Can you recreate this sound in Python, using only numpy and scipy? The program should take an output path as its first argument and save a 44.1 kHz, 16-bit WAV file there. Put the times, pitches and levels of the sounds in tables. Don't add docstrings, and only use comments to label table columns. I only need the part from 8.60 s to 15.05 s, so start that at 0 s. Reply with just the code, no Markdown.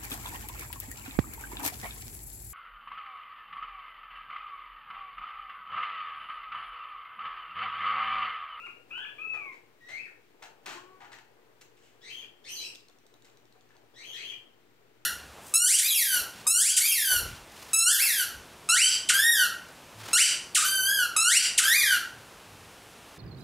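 import sys
import numpy as np
from scipy import signal
from scipy.fft import rfft, irfft, next_fast_len
from scipy.io import wavfile
from scipy.ndimage import uniform_filter1d

SR = 44100
rng = np.random.default_rng(int(sys.argv[2]) if len(sys.argv) > 2 else 0)


def output_pcm(signal):
    pcm = np.clip(np.atleast_2d(signal).T, -1, 1) * 32767
    wavfile.write(sys.argv[1], SR, np.round(pcm).astype(np.int16))


def ratio_of_db(decibels):
    return 10 ** (np.asarray(decibels, float) / 20)


N = 284445
T = np.arange(N) / SR


def unit(x):
    return x / np.sqrt(np.mean(x ** 2))


def colour(x, table, scale=1, lead_rad=0.):
    hz, db = np.transpose(table)
    size = next_fast_len(x.shape[-1])
    f = np.arange(size // 2 + 1) * SR / size + 1
    gain = ratio_of_db(scale * np.interp(np.log(f), np.log(hz), db)) * np.exp(1j * lead_rad)
    return irfft(rfft(x, size) * gain, size)[..., :x.shape[-1]]


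def band(x, lo_hz, hi_hz):
    sos = signal.butter(2, [lo_hz, min(hi_hz, .45 * SR)], "bandpass", fs=SR, output="sos")
    return signal.sosfilt(sos, x)


def wobble(rate_hz, count):
    lowpass = signal.butter(2, rate_hz, fs=SR, output="sos")
    return unit(signal.sosfilt(lowpass, rng.standard_normal(count)))


def note(rows, fade_s=.004, lead=0):
    s, *columns = np.transpose(rows)
    first, last = int(s[0] * SR), int((s[-1] + fade_s) * SR)
    t = np.arange(first, last) / SR
    rise = np.clip((t - s[0]) / fade_s, 0, 1)
    fall = np.clip((s[-1] + fade_s - t) / fade_s, 0, 1)
    return slice(first + lead, last + lead), rise * fall, [np.interp(t, s, c) for c in columns]


def whistler():
    # (time [s], pitch [Hz], level [dB])
    whistles = [
        [(-.1, 997, -45), (-.07, 1194, -48.5), (0, 1357, -52), (.056, 1422, -49), (.064, 1327, -44.5),
         (.07, 1176, -41.5), (.078, 1050, -52)],
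        [(.301, 1142, -68), (.311, 1252, -41.5), (.34, 1430, -45), (.37, 1506, -42), (.4, 1597, -48.5),
         (.412, 1690, -51.5), (.44, 1706, -45), (.451, 1217, -40), (.457, 1030, -57)],
        [(.309, 1905, -60), (.316, 1175, -46)],
        [(.582, 1157, -43), (.6, 1255, -42.5), (.63, 1309, -41), (.73, 1285, -44.5), (.78, 1198, -44),
         (.9, 1075, -44.5), (.92, 1047, -51), (.935, 930, -64)],
    ]
    fundamental_db = [-7.5, -14, -10, -12]
    tuned_hz, detuned_db_per_octave = 1230, 31.5
    lead = SR // 6
    out = np.zeros(N + lead)
    for rows, tuned_db in zip(whistles, fundamental_db):
        span, gate, (hz, db) = note(rows, lead=lead)
        first_db = tuned_db + detuned_db_per_octave * np.abs(np.log2(hz / tuned_hz))
        phase = 2 * np.pi * np.cumsum(hz * (1 + .003 * wobble(80, len(hz)))) / SR
        tone = np.sin(2 * phase) + ratio_of_db(first_db) * np.sin(phase) + .004 * np.sin(3 * phase)
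        out[span] += np.sqrt(2) * gate * ratio_of_db(db) * tone
    return out


def squawk(start, low_s, high_s, held_hz, db, swell_db, drop_hz, low_over_db, high_over_db, rough):
    first_hz, break_hz = 1690, 2268
    break_s, drop_s = .02, 0.028
    high_rough = 0.663 * rough
    low_db, end_db = db - 2.5, db + swell_db
    jump = start + low_s
    end = jump + break_s + high_s
    knee_s, knee_hz = start + .3 * low_s, first_hz + .36 * (break_hz - first_hz)
    fall_db = min(db, end_db)
    return [(start, first_hz, low_db - 27.5, low_over_db + 11.0, rough),
            (knee_s, knee_hz, low_db - 7, low_over_db, rough),
            (jump, break_hz, low_db, low_over_db - 9.5, rough),
            (jump + break_s, 0.96 * held_hz, db - 1.5, high_over_db, high_rough),
            (end, held_hz, end_db, high_over_db, high_rough),
            (end + drop_s / 2, (held_hz + drop_hz) / 2, fall_db - 1.5, high_over_db, rough),
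            (end + drop_s, drop_hz, fall_db - 12, high_over_db, rough)]


def squawker():
    # (start [s], low voice [s], high voice [s], held pitch [Hz], level [dB])
    calls = [
        (3.41, 0.077, 0.1, 3246, -44.5),
        (3.839, .035, .112, 3103, -45),
        (5.338, .085, 0.11, 3284, -46.5),
        (5.519, .092, .07, 3257, -43.5),
    ]
    # (swell while held [dB], pitch dropped to [Hz], low voice overtones [dB],
    # high voice overtones [dB], roughness [0-1])
    voices = [
        (-4.5, 1550, 1.5, -11.5, .34),
        (-8.5, 2300, 4.5, 5, .5),
        (1, 1480, 1, -10, .36),
        (1, 1900, 0, -16.5, 0.39),
    ]
    # (time [s], pitch [Hz], level [dB], overtones [dB], roughness [0-1])
    cries = [
        [(1.205, 1880, -56, -19, .05), (1.27, 1939, -51, -13, .08), (1.31, 2060, -43, -18, .14),
         (1.36, 2182, -38, -27, .14), (1.388, 2591, -47.5, -22, 0.05), (1.44, 2628, -55, -24, 0.13),
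         (1.457, 2180, -42.5, -27, 0.01), (1.477, 1346, -61.5, -30, 0.4)],
        [(3.95, 4915, -44, -16, .5), (3.99, 4000, -40.5, -23, .04), (4.045, 3966, -50.5, -20, .04)],
        [(4.0, 2238, -52, 4, 0.46), (4.05, 2646, -50, 4.5, 0.49), (4.09, 2720, -55, 4, 0.56),
         (4.13, 2280, -74, -3, 0.7)],
    ]
    overtone_db = [2, -1, -3.5, -16]
    # (frequency [Hz], gain [dB])
    throat = [(1500, 2.5), (4500, 2), (6700, -5.5), (7300, -14.5), (8300, -2), (9300, -3), (10400, -22),
              (11500, -13.5), (12700, -11.5), (14500, -28)]
    out = np.zeros(N)
    squawks = [squawk(*call, *voice) for call, voice in zip(calls, voices)]
    for rows in squawks + cries:
        span, gate, (hz, db, over_db, rough) = note(rows)
        rough = rough + .04
        phase = 2 * np.pi * np.cumsum(hz * (1 + 0.1207 * rough * wobble(184, len(hz)))) / SR
        overtones = sum(ratio_of_db(d) * np.sin((k + 2) * phase) for k, d in enumerate(overtone_db))
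        overtones = overtones * (1 + .45 * wobble(320, len(hz)))
        rasp = ratio_of_db(-9.0) * rough * unit(band(rng.standard_normal(len(hz)), 1940, 10000))
        shake = 1 + 0.31 * rough * wobble(280, len(hz))
        voice = np.sin(phase) + ratio_of_db(over_db) * overtones + rasp
        out[span] += np.sqrt(2) * gate * ratio_of_db(db) * shake * voice
    return colour(out, throat)


def knocks():
    objects = { "dull wood": ((-11, -8.5), [(.06, -70, 0.014, 940), (.375, -65, 0.031, 930),
               (.735, -61, 0.032, 730), (2.404, -61, 0.041, 800), (2.445, -64, 0.019, 990),
               (5.1, -73.5, 0.035, 1590)]), "tray": ((-6.5, -11.5), [(.922, -71.5, 0.054, 920),
               (1.285, -62, 0.041, 665), (1.822, -58, 0.035, 786), (2.058, -50.5, 0.099, 1070),
               (2.517, -59.5, 0.037, 1970), (2.585, -66.5, 0.011, 885)]), "bars": ((-2.5, -12),
               [(3.02, -69.5, 0.0068, 2240), (3.17, -75, .037, 3000), (3.22, -70.5, 0.097, 3000),
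               (4.647, -69.5, 0.033, 2400)]), "hollow thud": ((-6, 3.1), [(2.061, -68, 0.07, 350),
               (2.065, -81.5, 0.025, 191), (4.95, -82, 0.015, 674), (5.15, -79, 0.018, 800),
               (6.291, -89, 0.014, 2300)])}
    out = np.zeros(N)
    t = T[:SR // 4]
    for (tilt_db, hollow_db), hits in objects.values():
        spectrum = [(250, 4 * tilt_db + 3.5), (900, -tilt_db - 7.5), (2000, 0.99),
                    (8000, 2 * tilt_db), (16000, 2 * tilt_db - 27.5)]
        for s, db, rattle_s, hollow_hz in hits:
            rattle = rng.standard_normal(len(t)) * ratio_of_db(2 * wobble(150, len(t)))
            attack = 1 - np.exp(-t / (0.021 * rattle_s))
            burst = rattle * np.exp(-(t / rattle_s) ** 2) * attack
            crack = colour(burst, spectrum)
            crack[-len(t) // 4:] = 0
            hollow = band(burst, hollow_hz / 1.205, hollow_hz * 1.196)
            sound = unit(crack) + ratio_of_db(hollow_db) * unit(hollow)
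            first = int(s * SR)
            out[first:first + len(t)] += ratio_of_db(db) * sound[:N - first]
    return out


def snaps():
    # (time [s], level [dB])
    contacts = [(1.828, -36), (2.0607, -31), (2.064, -29.5), (3.011, -42), (3.014, -35), (3.018, -35),
                (3.021, -54), (4.647, -43), (4.654, -42)]
    out = np.zeros(N)
    for s, db in contacts:
        out[int(s * SR)] = ratio_of_db(db + 7)
    return band(out, 1100, 7200)


def ticks():
    # (time [s], peak level [dB])
    strikes = [(4.15, -42.5), (4.1559, -40.5), (4.2066, -52), (4.2846, -51), (4.298, -54.5),
               (4.3866, -59.5), (4.466, -53), (4.5406, -54), (4.6225, -52.5), (4.6992, -57.5),
               (4.7723, -53), (4.8544, -58), (4.9247, -58), (5.0095, -58), (5.091, -62), (5.167, -57)]
    # (frequency [Hz], level [dB], decay by 60 dB [s])
    modes = [(3830, 3, 0.0082), (4580, 8.5, 0.0035), (5720, 1.5, 0.0064), (6600, 2.5, 0.0043),
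             (8440, -9.5, 0.016), (13000, -9, 0.0028)]
    out = np.zeros(N)
    t = T[:SR // 40]
    for s, db in strikes:
        ring = np.zeros(len(t))
        for hz, mode_db, t60 in modes:
            decay = ratio_of_db(mode_db + 2.5 * rng.standard_normal() - 60 * t / t60)
            ring += decay * np.sin(2 * np.pi * hz * (1 + .04 * rng.standard_normal()) * t)
        first = int(s * SR)
        out[first:first + len(t)] += ratio_of_db(db - 2.0) * (1 - np.exp(-t / 0.00022)) * ring
    return out


def creak():
    # (time [s], slip rate [Hz], level [dB])
    slips = [(2.15, 352, -55), (2.18, 354.4, -53), (2.25, 365.3, -60), (2.3, 372, -59), (2.39, 379, -61.5)]
    harmonic_db = [-3, -18, -5, -14, -20, -18]
    out = np.zeros(N)
    span, gate, (hz, db) = note(slips)
    phase = 2 * np.pi * np.cumsum(hz * (1 + 0.013 * wobble(56, len(hz)))) / SR
    tone = sum(ratio_of_db(d + 4 * wobble(15, len(hz))) * np.sin((k + 1) * phase) for k, d in enumerate(harmonic_db))
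    out[span] = gate * ratio_of_db(db) * tone
    return out


def diffuse(count, alike=0.92):
    left, right, both = rng.standard_normal((3, count))
    low = signal.butter(1, 800, fs=SR)
    share = np.clip(alike, 0, 1)
    pair = np.array([left, right])
    return pair + signal.lfilter(*low, np.sqrt(share) * both + (np.sqrt(1 - share) - 1) * pair)


def room(x, direct_db, rise_s):
    # (band centre [Hz], decay by 60 dB [s])
    decays = [(250, 0.42), (700, 0.5), (1500, 0.42), (2800, 0.43), (4200, 0.39), (6500, 0.35),
              (12000, 0.32)]
    t = T[:SR // 2 + SR // 4]
    hz = np.array(decays)[:, 0]
    edges = np.r_[40, np.sqrt(hz[1:] * hz[:-1]), 18000]
    field = diffuse(len(t))
    tail = sum(band(field, lo, hi) * ratio_of_db(-60 * t / t60)
               for lo, hi, (_, t60) in zip(edges, edges[1:], decays))
    tail = tail * (1 - np.exp(-t / rise_s))
    tail = tail / np.sqrt(np.sum(tail ** 2) / 2)
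    tail[:, 0] += ratio_of_db(direct_db)
    return signal.fftconvolve(x[None], tail, axes=1)[:, len(x) - N:len(x)]


def fan():
    # (frequency [Hz], density [dB per Hz])
    air_spectrum = [(15, -44), (25, -32), (48, -34.5), (120, -6.5), (166, -13.5), (236, -10.5), (326, -8),
                    (463, -3), (531, -9), (607, -10), (1890, -16.5), (2350, -19), (16000, -36.5)]
    # (frequency [Hz], level [dB])
    mains = [(60, -99.5), (120, -77.5), (240, -80), (300, -78), (360, -76.5)]
    air = colour(diffuse(N), air_spectrum)
    middle = band(air, 180, 2200)
    swell_db = -1.55 + 1.2 * wobble(1.26, N) + 1.94 * wobble(16, N)
    air = air + middle * (ratio_of_db(swell_db) - 1)
    hum = np.zeros(N)
    for hz, db in mains:
        hum += ratio_of_db(db + 2.8 * wobble(15, N)) * np.sin(2 * np.pi * hz * T + 2 * np.pi * rng.random())
    return ratio_of_db(-62.5) * unit(air) + np.sqrt(2) * hum


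def scene():
    birds = room(whistler(), -4.0, 0.018) + room(squawker(), -9.5, 0.007)
    distant = room(knocks(), -1.26, 0.0085)
    near = room(ticks() + snaps() + creak(), 0.89, 0.0017) * ratio_of_db(2)
    return birds + distant + near + fan()


def low_pass(x):
    return signal.sosfilt(signal.butter(12, 16440, fs=SR, output="sos"), x)


def record(dry):
    # (frequency [Hz], left minus right [dB])
    port_difference = [(60, -24), (110, 4), (200, 1), (380, 8), (700, 6.5), (1290, 4), (2380, 6.5),
                       (4400, 4), (8120, -10.5), (15000, 5)]
    # (frequency [Hz], gain [dB])
    mic = [(4000, 0), (7000, 0), (10000, -1.5), (12800, 3.5), (15000, 6.5)]
    # (frequency [Hz], gain [dB])
    top_limit = [(15750, 0), (15900, -30)]
    left = colour(dry[0], port_difference, scale=0.56, lead_rad=1.215)
    right = colour(dry[1], port_difference, scale=-0.45)
    ports = colour(colour(np.array([left, right]), mic), top_limit)
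    power = uniform_filter1d(np.mean(ports ** 2, axis=0), size=SR // 15)
    level_db = 10 * np.log10(power + 1e-12)
    ports = ports * ratio_of_db(np.clip(0.28 * (level_db + 58), 0, 4) - 2.0)
    mix = ports - .0005
    return low_pass(mix)


dry = scene()
out = record(dry)
output_pcm(out)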